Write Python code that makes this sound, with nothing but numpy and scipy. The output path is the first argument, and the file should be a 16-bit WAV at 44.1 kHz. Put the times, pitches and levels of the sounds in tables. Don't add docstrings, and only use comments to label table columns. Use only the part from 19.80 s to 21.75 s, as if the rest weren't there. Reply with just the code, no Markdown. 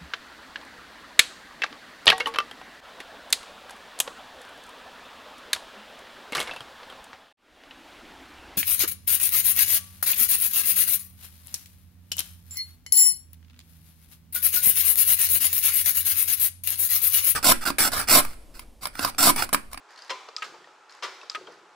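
import sys
import numpy as np
from scipy import signal
from scipy.fft import rfft, irfft, next_fast_len
from scipy.io import wavfile

SR = 44100
rng = np.random.default_rng(int(sys.argv[2]) if len(sys.argv) > 2 else 0)


def materialize(psi):
    bounded = np.clip(np.atleast_2d(psi).T, -1, 1)
    quanta = np.round(bounded * 32767).astype(np.int16)
    wavfile.write(sys.argv[1], SR, quanta)


N = 85995

# f/Hz, likeness (1 = the same)
EAR_LIKENESS = [(300, 0.98), (1000, 0.88), (5000, 0.69)]
# f/Hz, t60/s
ROOM_DECAY = [(1000, 1), (2500, 0.78), (9000, 0.85), (15000, 0.96)]
# f/Hz, level/dB
AIR_COLOUR = [(25, -46), (100, -35), (193, -31.5), (368, -10.5), (666, -10.5), (848, -8), (1140, -8),
              (1300, -5.5), (1850, -15), (7500, -28), (15500, -56.5)]
# start/s, end/s, level/dB
PISTON_SLIDES = [(0.087, 0.314, -53), (1.093, 1.193, -54.5), (1.704, 1.742, -55)]
# f/Hz, level/dB
HISS_COLOUR = [(400, -14), (900, 7.5), (1850, 6.5), (2500, -4), (3500, -10), (4800, -2), (8000, -18),
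               (15000, -51)]
# t/s, level/dB, f/Hz
SMALL_TICKS = [(0.16, -46.5, 4160), (0.177, -42.5, 4380), (0.19, -42, 4480), (0.221, -40.5, 4890),
               (0.487, -46, 4600), (0.583, -39.5, 5430), (0.639, -49, 5540), (0.843, -37.5, 1860),
               (1.0953, -46, 4240), (1.115, -51, 4700), (1.123, -44, 5420), (1.4139, -35.5, 2630),
               (1.517, -39, 5270), (1.67, -41.5, 3190)]
# f/Hz, level/dB
SLIP_COLOUR = [(400, -23), (1500, -2), (5000, 11.5), (8500, 0.5), (10500, -1), (15000, -18)]
# t/s, gap between contacts/s, level/dB, noise t60/s, favoured f/Hz
PAD_CLAMPS = [(0.295, 0.0065, -28, 0.077, 1090), (1.2241, 0.0076, -31, 0.17, 1190)]
# level/dB, brightness/Hz
PAD_CONTACTS = [(-1, 5200), (1, 19000), (-3.5, 6900)]
# f/Hz, level/dB, t60/s
CALIPER_MODES = [(382, -21, 0.74), (534, -7.5, 0.155), (958, -9, 0.32), (1017, -6, .27), (1177, -13, 0.18),
                 (1355, -9.5, 0.11), (1630, -8, 0.092), (1954, -9.5, 0.15), (2202, -14, 0.16),
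                 (2530, -13, 0.075), (2753, -7.5, 0.12), (3210, -8.5, 0.085), (4143, -10, 0.18),
                 (5244, -5, 0.055)]
# f/Hz, level/dB
PAD_COLOUR = [(200, -13), (400, -7), (750, -5), (1100, 3), (2700, -4), (5400, -6), (7500, -15),
              (10000, -26), (15000, -34.5)]
# t/s, level/dB, t60/s, brightness/Hz
LINKAGE_KNOCKS = [(0.4851, -37, 0.062, 7000), (0.74, -42, 0.12, 2500), (0.872, -47, 0.068, 2530),
                  (1.431, -39.5, 0.062, 4950), (1.573, -32.5, 0.076, 610), (1.609, -39.5, 0.099, 550),
                  (1.673, -39, 0.085, 2970), (1.683, -40.5, 0.12, 700)]
# f/Hz, level/dB
LINKAGE_COLOUR = [(200, -24), (440, 2), (620, -4), (990, -1.5), (1400, -3), (1900, -17), (5500, -11.5),
                  (15000, -64)]
# t/s, level/dB
CATCH_SNAPS = [(0.5645, -25.5), (1.4983, -25.5)]
# f/Hz, level/dB, t60/s
CATCH_MODES = [(2540, -4, 0.0035), (2860, -11, 0.0097), (4020, 3, 0.009), (4894, 3.5, 0.02),
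               (5100, 6.5, 0.012), (7480, -15.5, 0.043)]
# f/Hz, level/dB
CATCH_COLOUR = [(300, -17), (1200, 2), (2500, 4), (4800, 2.5), (7500, 0), (10000, -22), (15000, -38)]
# t/s, level/dB, extra level of the ring/dB, brightness/Hz
STOP_LANDINGS = [(0.621, -26, 0.5, 3600), (0.625, -31, 8, 12700), (1.5484, -23.5, -26, 3380),
                 (1.551, -30.5, 9, 11100)]
# f/Hz, level/dB, t60/s
STOP_MODES = [(1262, 2, .068), (978, -15, .055), (1620, -9, .055), (1830, -8, .04), (2132, -12, .05),
              (2480, -11, .03), (2700, -4, .035), (3600, -11, .025), (6740, -30, .05)]
# f/Hz, level/dB
LANDING_COLOUR = [(200, -34), (350, -18.5), (900, -20.5), (1700, -4.5), (2700, -5), (4000, -13),
                  (6500, -19), (15000, -35.5)]
# t/s, level/dB
MOUNT_SHUDDERS = [(0.631, -48.5), (1.56, -45)]
# f/Hz, level/dB
MOUNT_COLOUR = [(60, -31), (160, -3), (260, -7.5), (380, 10), (600, -11), (4000, -40)]
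# t/s, level/dB, t60/s
PAD_RATTLES = [(0.637, -34, 0.15)]

LOW_CUT_HZ, TOP_HZ = 284, 15750
PAD_ECHO_DB = -4.5


def amp(db):
    return 10 ** (np.asarray(db) / 20)


def along(points, hz):
    freqs, values = np.transpose(points)
    return np.interp(np.log(hz + 1), np.log(freqs + 1), values)


def filtered(x, response):
    size = next_fast_len(N + 8192)
    return irfft(rfft(x, size) * response(np.fft.rfftfreq(size, 1 / SR)), size)[..., :N]


def softened(x, hz):
    return filtered(x, lambda f: 1 / (1 + np.sqrt(2) * 1j * f / hz - (f / hz) ** 2))


def thinned(x):
    return signal.sosfilt(signal.butter(2, LOW_CUT_HZ, "high", fs=SR, output="sos"), x)


def noise(colour):
    def response(hz):
        spread = np.arccos(np.clip(along(EAR_LIKENESS, hz), -1, 1)) / 2
        return amp(along(colour, hz)) * [np.cos(spread), np.sin(spread)]
    mid, side = filtered(rng.standard_normal((2, N)), response)
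    pair = np.array([mid + side, mid - side])
    return pair / pair.std()


def since(s):
    return np.maximum(np.arange(N) / SR - s, 0)


def fade(t, t60, rise=0.00029):
    return np.exp(-np.log(1000) * t / t60) * (1 - np.exp(-t / rise))


def wander():
    return 2.5 * np.cumsum(rng.standard_normal(N)) / np.sqrt(SR)


def ring(t, modes, rise=0, scatter_db=2, build_cycles=3.4):
    out = 0
    for hz, db, t60 in modes:
        phase = 2 * np.pi * (hz * t + rng.random()) + wander()
        strength = amp(db + scatter_db * rng.standard_normal())
        out = out + strength * fade(t, t60, rise + build_cycles / hz) * np.sin(phase)
    return out


def placed(x, pan_db, echo_db, near=0):
    hz, t, spectrum = signal.stft(noise([(SR, 0)])[:, :SR], SR, nperseg=256)
    decay = fade(t, along(ROOM_DECAY, hz)[:, None], rise=0.0022)
    tail = signal.istft(spectrum * decay, SR, nperseg=256)[1]
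    echo = signal.fftconvolve(x.mean(0)[None], tail / np.linalg.norm(tail[0]), axes=1)[:, :N]
    direct = (x + near) * amp([[pan_db / 2], [-pan_db / 2]])
    return thinned(direct + amp(echo_db) * echo)


def air(db=-56):
    return amp(db) * noise(AIR_COLOUR)


def whine(hz=846, db=-67):
    return amp(db) * np.sqrt(2) * np.sin(2 * np.pi * hz * since(0) + wander())


def slides(rise_s=0.0011, fall_s=0.041, slips_per_s=130, crackle_db=-13):
    level = sum(amp(db) * (1 - np.exp(-since(start) / rise_s)) * np.exp(-since(end) / fall_s)
                for start, end, db in PISTON_SLIDES)
    slips = (rng.random(N) < slips_per_s / SR) * rng.uniform(.5, 1, N)
    grains = signal.fftconvolve(slips, fade(since(0), t60=0.006))[:N]
    crackle = amp(crackle_db) * grains / grains.std() * noise(SLIP_COLOUR)
    return thinned(level * (noise(HISS_COLOUR) + crackle))


def ticks(ping_t60=0.03):
    puff = ping = 0
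    for s, db, hz in SMALL_TICKS:
        t = since(s)
        ping = ping + amp(db) * ring(t, [(hz, 0, ping_t60)])
        puff = puff + amp(db) * softened(noise(SLIP_COLOUR) * fade(t, t60=0.02), 1.2 * hz)
    return placed(puff, pan_db=1.5, echo_db=3.5, near=ping)


def clamps(ring_db=-3, lift_db=8, reach_octaves=0.039):
    clack = tone = 0
    for s, gap, db, t60, favoured_hz in PAD_CLAMPS:
        modes = []
        for hz, mode_db, mode_t60 in CALIPER_MODES:
            closeness = np.exp(-(np.log2(hz / favoured_hz) / reach_octaves) ** 2)
            modes.append((hz, mode_db + lift_db * closeness, mode_t60))
        for k, (contact_db, bright_hz) in enumerate(PAD_CONTACTS):
            t = since(s + k * gap)
            burst = noise(PAD_COLOUR) * fade(t, t60, rise=0.00054)
            clack = clack + amp(db + contact_db) * softened(burst, bright_hz)
            tone = tone + amp(db + contact_db + ring_db) * softened(ring(t, modes), bright_hz)
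    return thinned(placed(clack, pan_db=1.5, echo_db=PAD_ECHO_DB, near=tone))


def knocks():
    out = 0
    for s, db, t60, bright_hz in LINKAGE_KNOCKS:
        burst = noise(LINKAGE_COLOUR) * fade(since(s), t60, rise=0.001)
        out = out + amp(db) * softened(burst, bright_hz)
    return placed(out, pan_db=1.5, echo_db=-11)


def snaps(crack_db=-9.5, hum_delay_s=0.012):
    crack = tone = 0
    for s, db in CATCH_SNAPS:
        t = since(s)
        click = sum(amp(mode_db) * fade(t, t60) * np.sin(2 * np.pi * hz * t)
                    for hz, mode_db, t60 in CATCH_MODES)
        crack = crack + amp(db + crack_db) * noise(CATCH_COLOUR) * fade(t, t60=0.048)
        hum = ring(since(s + hum_delay_s), STOP_MODES[:1], rise=0.013)
        tone = tone + amp(db) * (click + hum)
    return placed(crack, pan_db=1.0, echo_db=-3, near=tone)


def landings():
    clack = tone = 0
    for s, db, ring_db, bright_hz in STOP_LANDINGS:
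        t = since(s)
        clack = clack + amp(db) * softened(noise(LANDING_COLOUR) * fade(t, t60=0.049), bright_hz)
        tone = tone + amp(db + ring_db) * ring(t, STOP_MODES, rise=0.0057)
    return placed(clack, pan_db=1.3, echo_db=-15, near=tone)


def shudders():
    return sum(amp(db) * noise(MOUNT_COLOUR) * fade(since(s), t60=0.84, rise=0.1)
               for s, db in MOUNT_SHUDDERS)


def rattles():
    out = sum(amp(db) * noise(PAD_COLOUR) * fade(since(s), t60, rise=0.0039)
              for s, db, t60 in PAD_RATTLES)
    return placed(out, pan_db=-1.5, echo_db=PAD_ECHO_DB)


def scene():
    loud_blows = clamps() + snaps() + landings()
    small_sounds = rattles() + knocks() + ticks() + slides() + shudders()
    return loud_blows + small_sounds + whine() + air()


def record(dry):
    return filtered(dry, lambda hz: hz < TOP_HZ)


dry = scene()
out = record(dry)
materialize(out)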